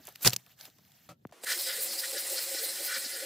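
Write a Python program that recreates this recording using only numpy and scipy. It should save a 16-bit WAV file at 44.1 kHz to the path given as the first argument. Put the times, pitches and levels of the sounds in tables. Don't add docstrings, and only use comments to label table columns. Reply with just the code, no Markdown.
import sys
import numpy as np
from scipy import signal
from scipy.fft import rfft, irfft
from scipy.io import wavfile
from scipy.ndimage import map_coordinates

SR = 44100
rng = np.random.default_rng(int(sys.argv[2]) if len(sys.argv) > 2 else 0)


def convert_level_to_amplitude(level_db):
    exponent = np.asarray(level_db, float) / 20
    return 10 ** exponent


def dump(signal):
    limited = np.clip(np.atleast_2d(signal).T, -1, 1)
    pcm = np.round(limited * 32767).astype(np.int16)
    wavfile.write(sys.argv[1], SR, pcm)


N = 143325
CUT_S = 1.323
SIDES = np.array([[1], [-1]])


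def rms_one(x):
    return x / np.sqrt(np.mean(x ** 2) + 1e-20)


def curve(rows):
    s, db = np.transpose(rows)
    return convert_level_to_amplitude(np.interp(np.arange(N) / SR, s, db, left=-200, right=-200))


def shape(x, points):
    hz, db = np.transpose(points)
    f = np.fft.rfftfreq(N, 1 / SR) + 1
    tilt = np.interp(np.log(f), np.log(hz), db)
    tilt = tilt - 30 * np.maximum(np.log2(hz[0] / f), 0)
    return irfft(rfft(x) * convert_level_to_amplitude(tilt), N)


def drift(rate):
    r = np.exp(-40 * np.pi * rate / SR)
    slow = signal.lfilter([1], [1, -2 * r, r * r], rng.standard_normal(N // 20 + 2002))[2000:]
    return np.interp(np.arange(N) / 20, np.arange(len(slow)), rms_one(slow))


def peak(x, hz, width_hz):
    r = np.exp(-np.pi * width_hz / SR)
    poles = [1, -2 * r * np.cos(2 * np.pi * hz / SR), r * r]
    return signal.lfilter(np.array([1, 0, -1]) * (1 - r * r) / 2, poles, x)


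def ring(x, hz, t60):
    r, w = convert_level_to_amplitude(-60 / (t60 * SR)), 2 * np.pi * hz / SR
    return signal.lfilter([0, np.sin(w)], [1, -2 * r * np.cos(w), r * r], x + 1e-18)


def butter(x, order, hz, kind="low"):
    return signal.sosfilt(signal.butter(order, hz, kind, fs=SR, output="sos"), x)


def grains(rate, spread_db, share):
    sizes = convert_level_to_amplitude(spread_db * np.minimum(rng.exponential(1, N), 3)) * rng.choice([-1, 1], N)
    clicks = rms_one(sizes * (rng.random(N) < rate / SR))
    share = np.clip(share, 0, 1)
    return np.sqrt(share) * clicks + np.sqrt(1 - share) * rng.standard_normal(N)


def swells(rows, length=None):
    t = np.arange(N) / SR
    return sum(convert_level_to_amplitude(row[-1]) * np.exp(-(2 * (t - row[0]) / (length or row[1])) ** 2) for row in rows)


def snaps(rows, sharp, t60):
    size = 4000
    out, t = np.zeros(N + size), np.arange(size) / SR
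    for s, db, hz in rows:
        burst = rng.standard_normal(size) * convert_level_to_amplitude(-60 * t / t60) * np.minimum(t / 0.00088, 1)
        broad = butter(np.diff(burst, prepend=0), 2, min(5.0 * hz, 20000))
        burst = 0.56 * broad + sharp * peak(burst, hz, 0.62 * hz)
        start = int(s * SR)
        out[start:start + size] += convert_level_to_amplitude(db) * burst / np.abs(burst).max()
    return out[:N]


def wander(x):
    at = np.cumsum(1 + 0.018 * drift(6.0))
    return map_coordinates(x, [at % (N - 1)], order=3)


def spread(mid, points, lag):
    side = shape(np.roll(signal.hilbert(mid).imag, lag), points)
    return mid + side * convert_level_to_amplitude(3.0 * drift(6.9)) * SIDES


# f/Hz, level/dB
YARD_SPECTRUM = [(35, -55), (60, -9.5), (135, -6.5), (246, -15.5), (271, -17.5), (1000, -43.5), (1300, -75),
                 (2200, -120)]


def yard_rumble():
    return convert_level_to_amplitude(-69 + 2.5 * drift(20)) * rms_one(shape(rng.standard_normal(N), YARD_SPECTRUM))


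def rumble_apart():
    return convert_level_to_amplitude(-69 - 9.5) * rms_one(peak(rng.standard_normal(N), 240, 300)) * SIDES


# f/Hz, level/dB
WOODS_SPECTRUM = [(59, -57), (100, -30), (381, -10.5), (3250, -22), (10700, -28), (16000, -33)]


def woods_air():
    air = rms_one(np.array([shape(rng.standard_normal(N), WOODS_SPECTRUM) for side in range(2)]))
    air = convert_level_to_amplitude(-59) * (np.arange(N) < 1.46 * SR) * air
    return air[0] + convert_level_to_amplitude(-10.5) * air[1] * SIDES


# f/Hz, level/dB, t60/s
BOARD_MODES = [(165, 3, 0.07), (345, 0, 0.05), (600, 1, 0.03), (760, 1, .03), (940, -3, .02),
               (1340, 3, .04), (2650, -8, .025)]


def boot_step():
    t = np.arange(N) / SR - 1.089
    length_s, board_db, grit_db = 0.032, -52, -51.5
    fade = convert_level_to_amplitude(-260 * np.maximum(t, 0) - 600 * np.maximum(t - length_s, 0))
    drive = grains(2890, 2.4, 0.96) * np.clip(t / 0.0014, 0, 1) * fade
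    board = sum(convert_level_to_amplitude(db) * ring(drive, hz, t60) for hz, db, t60 in BOARD_MODES)
    grit = signal.lfilter([1], [1, -0.75], drive)
    return convert_level_to_amplitude(board_db - 22.5) * board + convert_level_to_amplitude(grit_db) * grit


def hose_knock():
    start_s, level_db, t60_s, rise_s, stop_s = 1.2513, -35.3, 0.3, 0.00025, 0.0111
    sweep_turns, lag_s, end_hz = 1.012, 0.00025, 14
    t = np.maximum(np.arange(N) / SR - start_s, 0)
    turns = sweep_turns * np.log(1 + t / lag_s) + end_hz * t
    envelope = convert_level_to_amplitude(level_db - 60 * t / t60_s) * np.minimum(t / rise_s, 1) * np.clip((stop_s - t) / 0.004, 0, 1)
    knock = envelope * np.sin(2 * np.pi * turns)
    knock = signal.sosfiltfilt(signal.butter(2, 2800, fs=SR, output="sos"), knock)
    return knock * (1 + convert_level_to_amplitude(-19.5) * SIDES)


# t/s, peak level/dB, f/Hz
KNOCKS = [
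    (.0, -51, 312),
    (.079, -39.5, 590),
    (.466, -56, 755),
    (.678, -50, 297),
    (.785, -57.5, 590),
    (1.15, -76, 300),
    (1.292, -57, 1110),
    (1.303, -65, 500),
]


def knocks():
    return snaps(KNOCKS, sharp=30.0, t60=0.058)


# t/s, level/dB
RUSTLE = [(0, -63.5), (.085, -53), (.13, -62), (.185, -61.5), (.4, -60.5), (.43, -67), (.47, -65),
          (.52, -60), (.56, -73.5), (.6, -55), (.66, -52), (.71, -67), (.76, -69), (1.0, -64),
          (1.08, -65.5), (1.16, -86.5), (1.24, -79.5), (1.322, -80)]
# f/Hz, level/dB
CLOTH = [(240, -49.5), (400, -26.5), (814, -11.5), (1420, -13.5), (1680, -9.5), (4500, -4.5), (8500, -7.5),
         (13000, -2.5)]
# t/s, length/s, level/dB
SLIDE = [
    (.232, 0.021, -35),
]


def handling():
    fibres = grains(3000, 3.0, 0.2)
    rustle = 0
    for k, hz in enumerate(np.geomspace(500, 15000, 9)):
        band = peak(fibres, hz, 0.6 * hz) * (-1) ** k / np.sqrt(hz)
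        rustle = rustle + convert_level_to_amplitude(1.2 * drift(45)) * band
    rustle = rms_one(shape(rustle, CLOTH))
    slide = rms_one(peak(fibres, 13000, 5500))
    return rustle * curve(RUSTLE) + slide * swells(SLIDE)


# t/s, level/dB
THUMPS = [
    (0.25, -24.5),
    (0.263, -16.5),
    (0.281, -21.5),
    (.309, -40),
    (0.331, -34.5),
    (0.364, -43.5),
    (1.2626, -53.5),
    (1.297, -56),
    (1.311, -53),
]
# f/Hz, level/dB, t60/s
PALLET_MODES = [(126, -6, 0.12), (170, -4, 0.035), (378, -12, .04), (487, -15, 0.038), (720, -13.5, 0.048)]


def pallet_thumps():
    s, db = np.transpose(THUMPS)
    out = 0
    for hz, level_db, t60 in PALLET_MODES:
        clicks = np.zeros(N)
        clicks[(s * SR).astype(int)] = convert_level_to_amplitude(db + level_db)
        blows = signal.lfilter([0.12], [1, -0.88], clicks)
        out = out + ring(blows, hz, t60)
    return out


# t/s, level/dB
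LANDING = [(.19, -66.5), (.228, -42.5), (.245, -39.5), (.249, -22.5), (.253, -26), (.258, -20.5),
           (.268, -21.5), (.273, -16.5), (.279, -22), (.282, -26.5), (.31, -49.5), (.335, -36.5),
           (.36, -65)]
# f/Hz, level/dB
PAPER = [(180, -18.5), (400, -7.5), (800, -10.5), (1500, -7), (2100, -11.5), (4440, -8), (16000, -13)]
# t/s, peak level/dB, f/Hz
SNAPS = [(.0525, -37.5, 11400), (.07, -30, 12100), (.077, -38, 3000), (.087, -36, 12000),
         (.123, -48, 12000), (.1535, -43, 4000), (.157, -32, 2800), (.2475, -14, 2500), (.2625, -14, 3030),
         (.274, -1.5, 4500), (.2945, -21, 7000), (.304, -23.5, 5150), (.325, -29.5, 3000),
         (.3325, -15, 3700), (.3625, -14.5, 6000), (.463, -45, 2880), (.59, -47, 2000), (.61, -35, 4430),
         (.653, -32, 5100), (.784, -52.5, 1500), (.7, -47.5, 4500), (.85, -53, 1990), (.918, -49, 4070),
         (1.27, -49, 3820), (1.312, -54, 5000)]


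def sack_landing():
    crackle = grains(3200, 6.7, 0.28) * convert_level_to_amplitude(2.0 * drift(93))
    crackle = rms_one(shape(crackle, PAPER))
    return crackle * curve(LANDING) + snaps(SNAPS, sharp=1.8, t60=0.011)


# f/Hz, level/dB
SIDE_YARD = [(200, -46.5), (500, -29), (1200, -9.5), (3300, -28), (4800, -7.5), (8500, -2.5), (10200, 5),
             (11500, -16), (13500, -5)]


def yard():
    on = np.arange(N) < CUT_S * SR
    mid = (sack_landing() + handling() + knocks() + pallet_thumps() + boot_step() + yard_rumble()) * on
    for stage in range(2):
        mid = mid - peak(mid, 9630, 520)
    return spread(mid, SIDE_YARD, 61) + rumble_apart() * on + hose_knock()


# t/s, peak level/dB, f/Hz
TRIGGER = [
    (1.323, -41, 630),
    (1.435, -35, 510),
]


def trigger():
    return snaps(TRIGGER, sharp=5.4, t60=0.03)


# t/s, length/s, level/dB
PUFFS = [(1.64, 0.037, -66), (1.8, 0.1, -65.5), (1.87, 0.039, -66), (2.23, .06, -65), (2.31, 0.085, -69),
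         (2.43, 0.045, -71), (2.5, 0.05, -72), (2.78, 0.19, -66.5), (3.16, 0.08, -64.5)]
# f/Hz, level/dB
PUFF_SPECTRUM = [(110, -30), (200, 6.5), (450, 4.5), (800, -6), (1500, -57)]


def air_puffs():
    puff = swells(PUFFS) * rms_one(shape(rng.standard_normal(N), PUFF_SPECTRUM))
    return puff * (1 + convert_level_to_amplitude(-14) * SIDES)


# t/s, level/dB
SLAPS = [
    (1.9, -57),
    (1.94, -58),
    (2.97, -60),
    (3.055, -55),
]


def water_slaps():
    hz, length_s = 244, 0.039
    slap = peak(peak(peak(rng.standard_normal(N), hz, 140), hz, 170), hz, 200)
    return swells(SLAPS, length_s) * rms_one(slap)


# t/s, level/dB
MISTS = [(1.52, -41), (1.61, -32.5), (1.83, -29.5), (2.0, -35.5), (2.2, -35), (2.33, -37), (2.43, -36),
         (2.52, -44), (2.64, -32), (2.86, -32.5), (2.99, -38)]


def mist_bursts():
    return swells(MISTS, 0.05) * rms_one(butter(grains(5400, 1.6, 0.66), 3, 9700, "high"))


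# f/Hz, width/Hz, level/dB
PADDLE_MODES = [(1500, 97, 2), (1734, 137, 1.5), (1900, 127, 2.5), (2025, 29, 4), (2325, 82, -1)]
# t/s, length/s, level/dB
PADDLE_HITS = [(1.472, 0.024, -40.5), (1.497, 0.035, -36.5), (1.527, 0.04, -33.5), (1.7, 0.051, -40),
               (1.76, 0.094, -49), (2.045, 0.023, -38.5), (2.175, 0.055, -44), (2.39, 0.027, -41.5),
               (2.59, 0.086, -45), (2.78, 0.058, -48), (2.915, 0.067, -37.5), (2.962, 0.038, -36.5),
               (3.06, 0.22, -50.5), (3.21, 0.19, -49)]


def paddle_rasp(drops):
    rasp = 0.4 * peak(drops, 3060, 2270)
    for hz, w, db in PADDLE_MODES:
        rasp = rasp + convert_level_to_amplitude(db + 2.2 * drift(30)) * peak(peak(drops, hz, 6 * w), hz, w)
    return swells(PADDLE_HITS) * rms_one(rasp)


# f/Hz, width/Hz, level/dB
CAVITY_MODES = [(351.5, 61, -11.5), (459.7, 27, -9.5), (536.8, 44.4, 0.5), (724, 110, -16.5)]
# t/s, level/dB
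FLARES = [(1.58, -54), (1.69, -58), (1.86, -52.5), (1.96, -51), (2.0, -65), (2.15, -44.5), (2.33, -43.5),
          (2.54, -44.5), (2.64, -50), (2.68, -54), (2.81, -46.5), (3.07, -74), (3.15, -55.5), (3.24, -46)]
# t/s, level/dB
CROSS_FLARES = [
    (1.52, -57.5),
    (1.79, -46),
    (2.42, -53),
    (2.62, -49),
    (2.9, -66),
    (3.19, -55),
]


def cavity_hum(drops, force):
    fill_s, flare_s = 0.086, 0.044
    opening = force / np.median(force[force > 1e-4])
    pole = 1 / (fill_s * SR)
    fill = signal.lfilter([pole], [1, pole - 1], np.minimum(opening, 1))
    hum = sum(convert_level_to_amplitude(db + drift(25.0)) * peak(peak(drops, hz, 3 * w), hz, w) for hz, w, db in CAVITY_MODES)
    cross = rms_one(peak(peak(drops, 510, 130), 457, 55))
    level = convert_level_to_amplitude(-55.5) * fill + swells(FLARES, flare_s)
    return level * rms_one(hum) + swells(CROSS_FLARES, flare_s) * cross


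# f/Hz, width/Hz, level/dB
WALL_MODES = [(2020, 100, -8), (4160, 284, -1.5), (5000, 570, -1), (7380, 600, -6.5), (8340, 380, -3.5),
              (10220, 890, -8), (14100, 220, -5)]
# f/Hz, level/dB
SPRAY = [(120, -19), (300, -13), (535, -3.5), (1070, -8), (2000, -3), (5000, -6), (9000, -1.5),
         (16000, -1.5)]
# t/s, level/dB
SURGES = [(1.52, -38), (1.6, -45), (1.65, -40), (1.685, -44), (1.735, -43.5), (1.92, -48), (2.0, -39.5),
          (2.05, -63), (2.18, -39.5), (2.33, -69), (2.383, -36.5), (2.42, -52), (2.555, -46), (2.59, -40),
          (2.645, -44), (2.7, -43), (2.88, -48), (2.95, -43.5), (3.06, -40), (3.145, -41)]


def wall_hiss(drops, force):
    wall = drops * convert_level_to_amplitude(1.0 * drift(25))
    for hz, w, db in WALL_MODES:
        wall = wall + convert_level_to_amplitude(db + 12 + 1.8 * drift(18)) * wander(peak(drops, hz, w))
    hiss = force * convert_level_to_amplitude(0.7 * drift(40)) * rms_one(shape(wall, SPRAY))
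    surge_hz, width_hz, surge_s = 4500, 2760, 0.026
    surge = rms_one(peak(peak(wall, surge_hz, width_hz), surge_hz, 2 * width_hz))
    return hiss + swells(SURGES, surge_s) * surge


# t/s, level/dB
JET_FORCE = [(1.41, -66), (1.432, -51), (1.435, -41.5), (1.447, -35), (1.452, -49), (1.47, -35.5),
             (1.522, -32), (1.555, -34.5), (1.79, -35), (2.0, -35), (2.1, -36.5), (2.24, -36), (2.3, -34),
             (2.48, -35.5), (2.55, -34.5), (2.79, -36), (2.9, -36.5), (3.25, -39)]


def jet():
    force = curve(JET_FORCE)
    drops = grains(9000, 3.9, 0.25)
    driven = wall_hiss(drops, force) + cavity_hum(drops, force) + paddle_rasp(drops)
    return driven + mist_bursts() + water_slaps()


# f/Hz, level/dB
SIDE_DRUM = [(300, -39), (1500, -41), (3800, -34.5), (4900, -17.5), (6200, -43), (12500, -30.5),
             (15500, -15)]


def drum():
    on = np.arange(N) >= CUT_S * SR
    mid = butter(jet() + trigger(), 2, 170, "high")
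    return (air_puffs() + spread(mid, SIDE_DRUM, int(SR / 50)) + woods_air()) * on


def scene():
    return yard() + drum()


def roll_off(x):
    return signal.sosfilt(signal.butter(12, 16700, fs=SR, output="sos"), x)


def record(dry):
    x = butter(dry, 3, 97, "high")
    x = 0.6 * np.tanh(x / 0.6)
    x = signal.sosfilt(signal.cheby2(14, 60, 16200, fs=SR, output="sos"), x)
    return roll_off(x)


dry = scene()
out = record(dry)
dump(out)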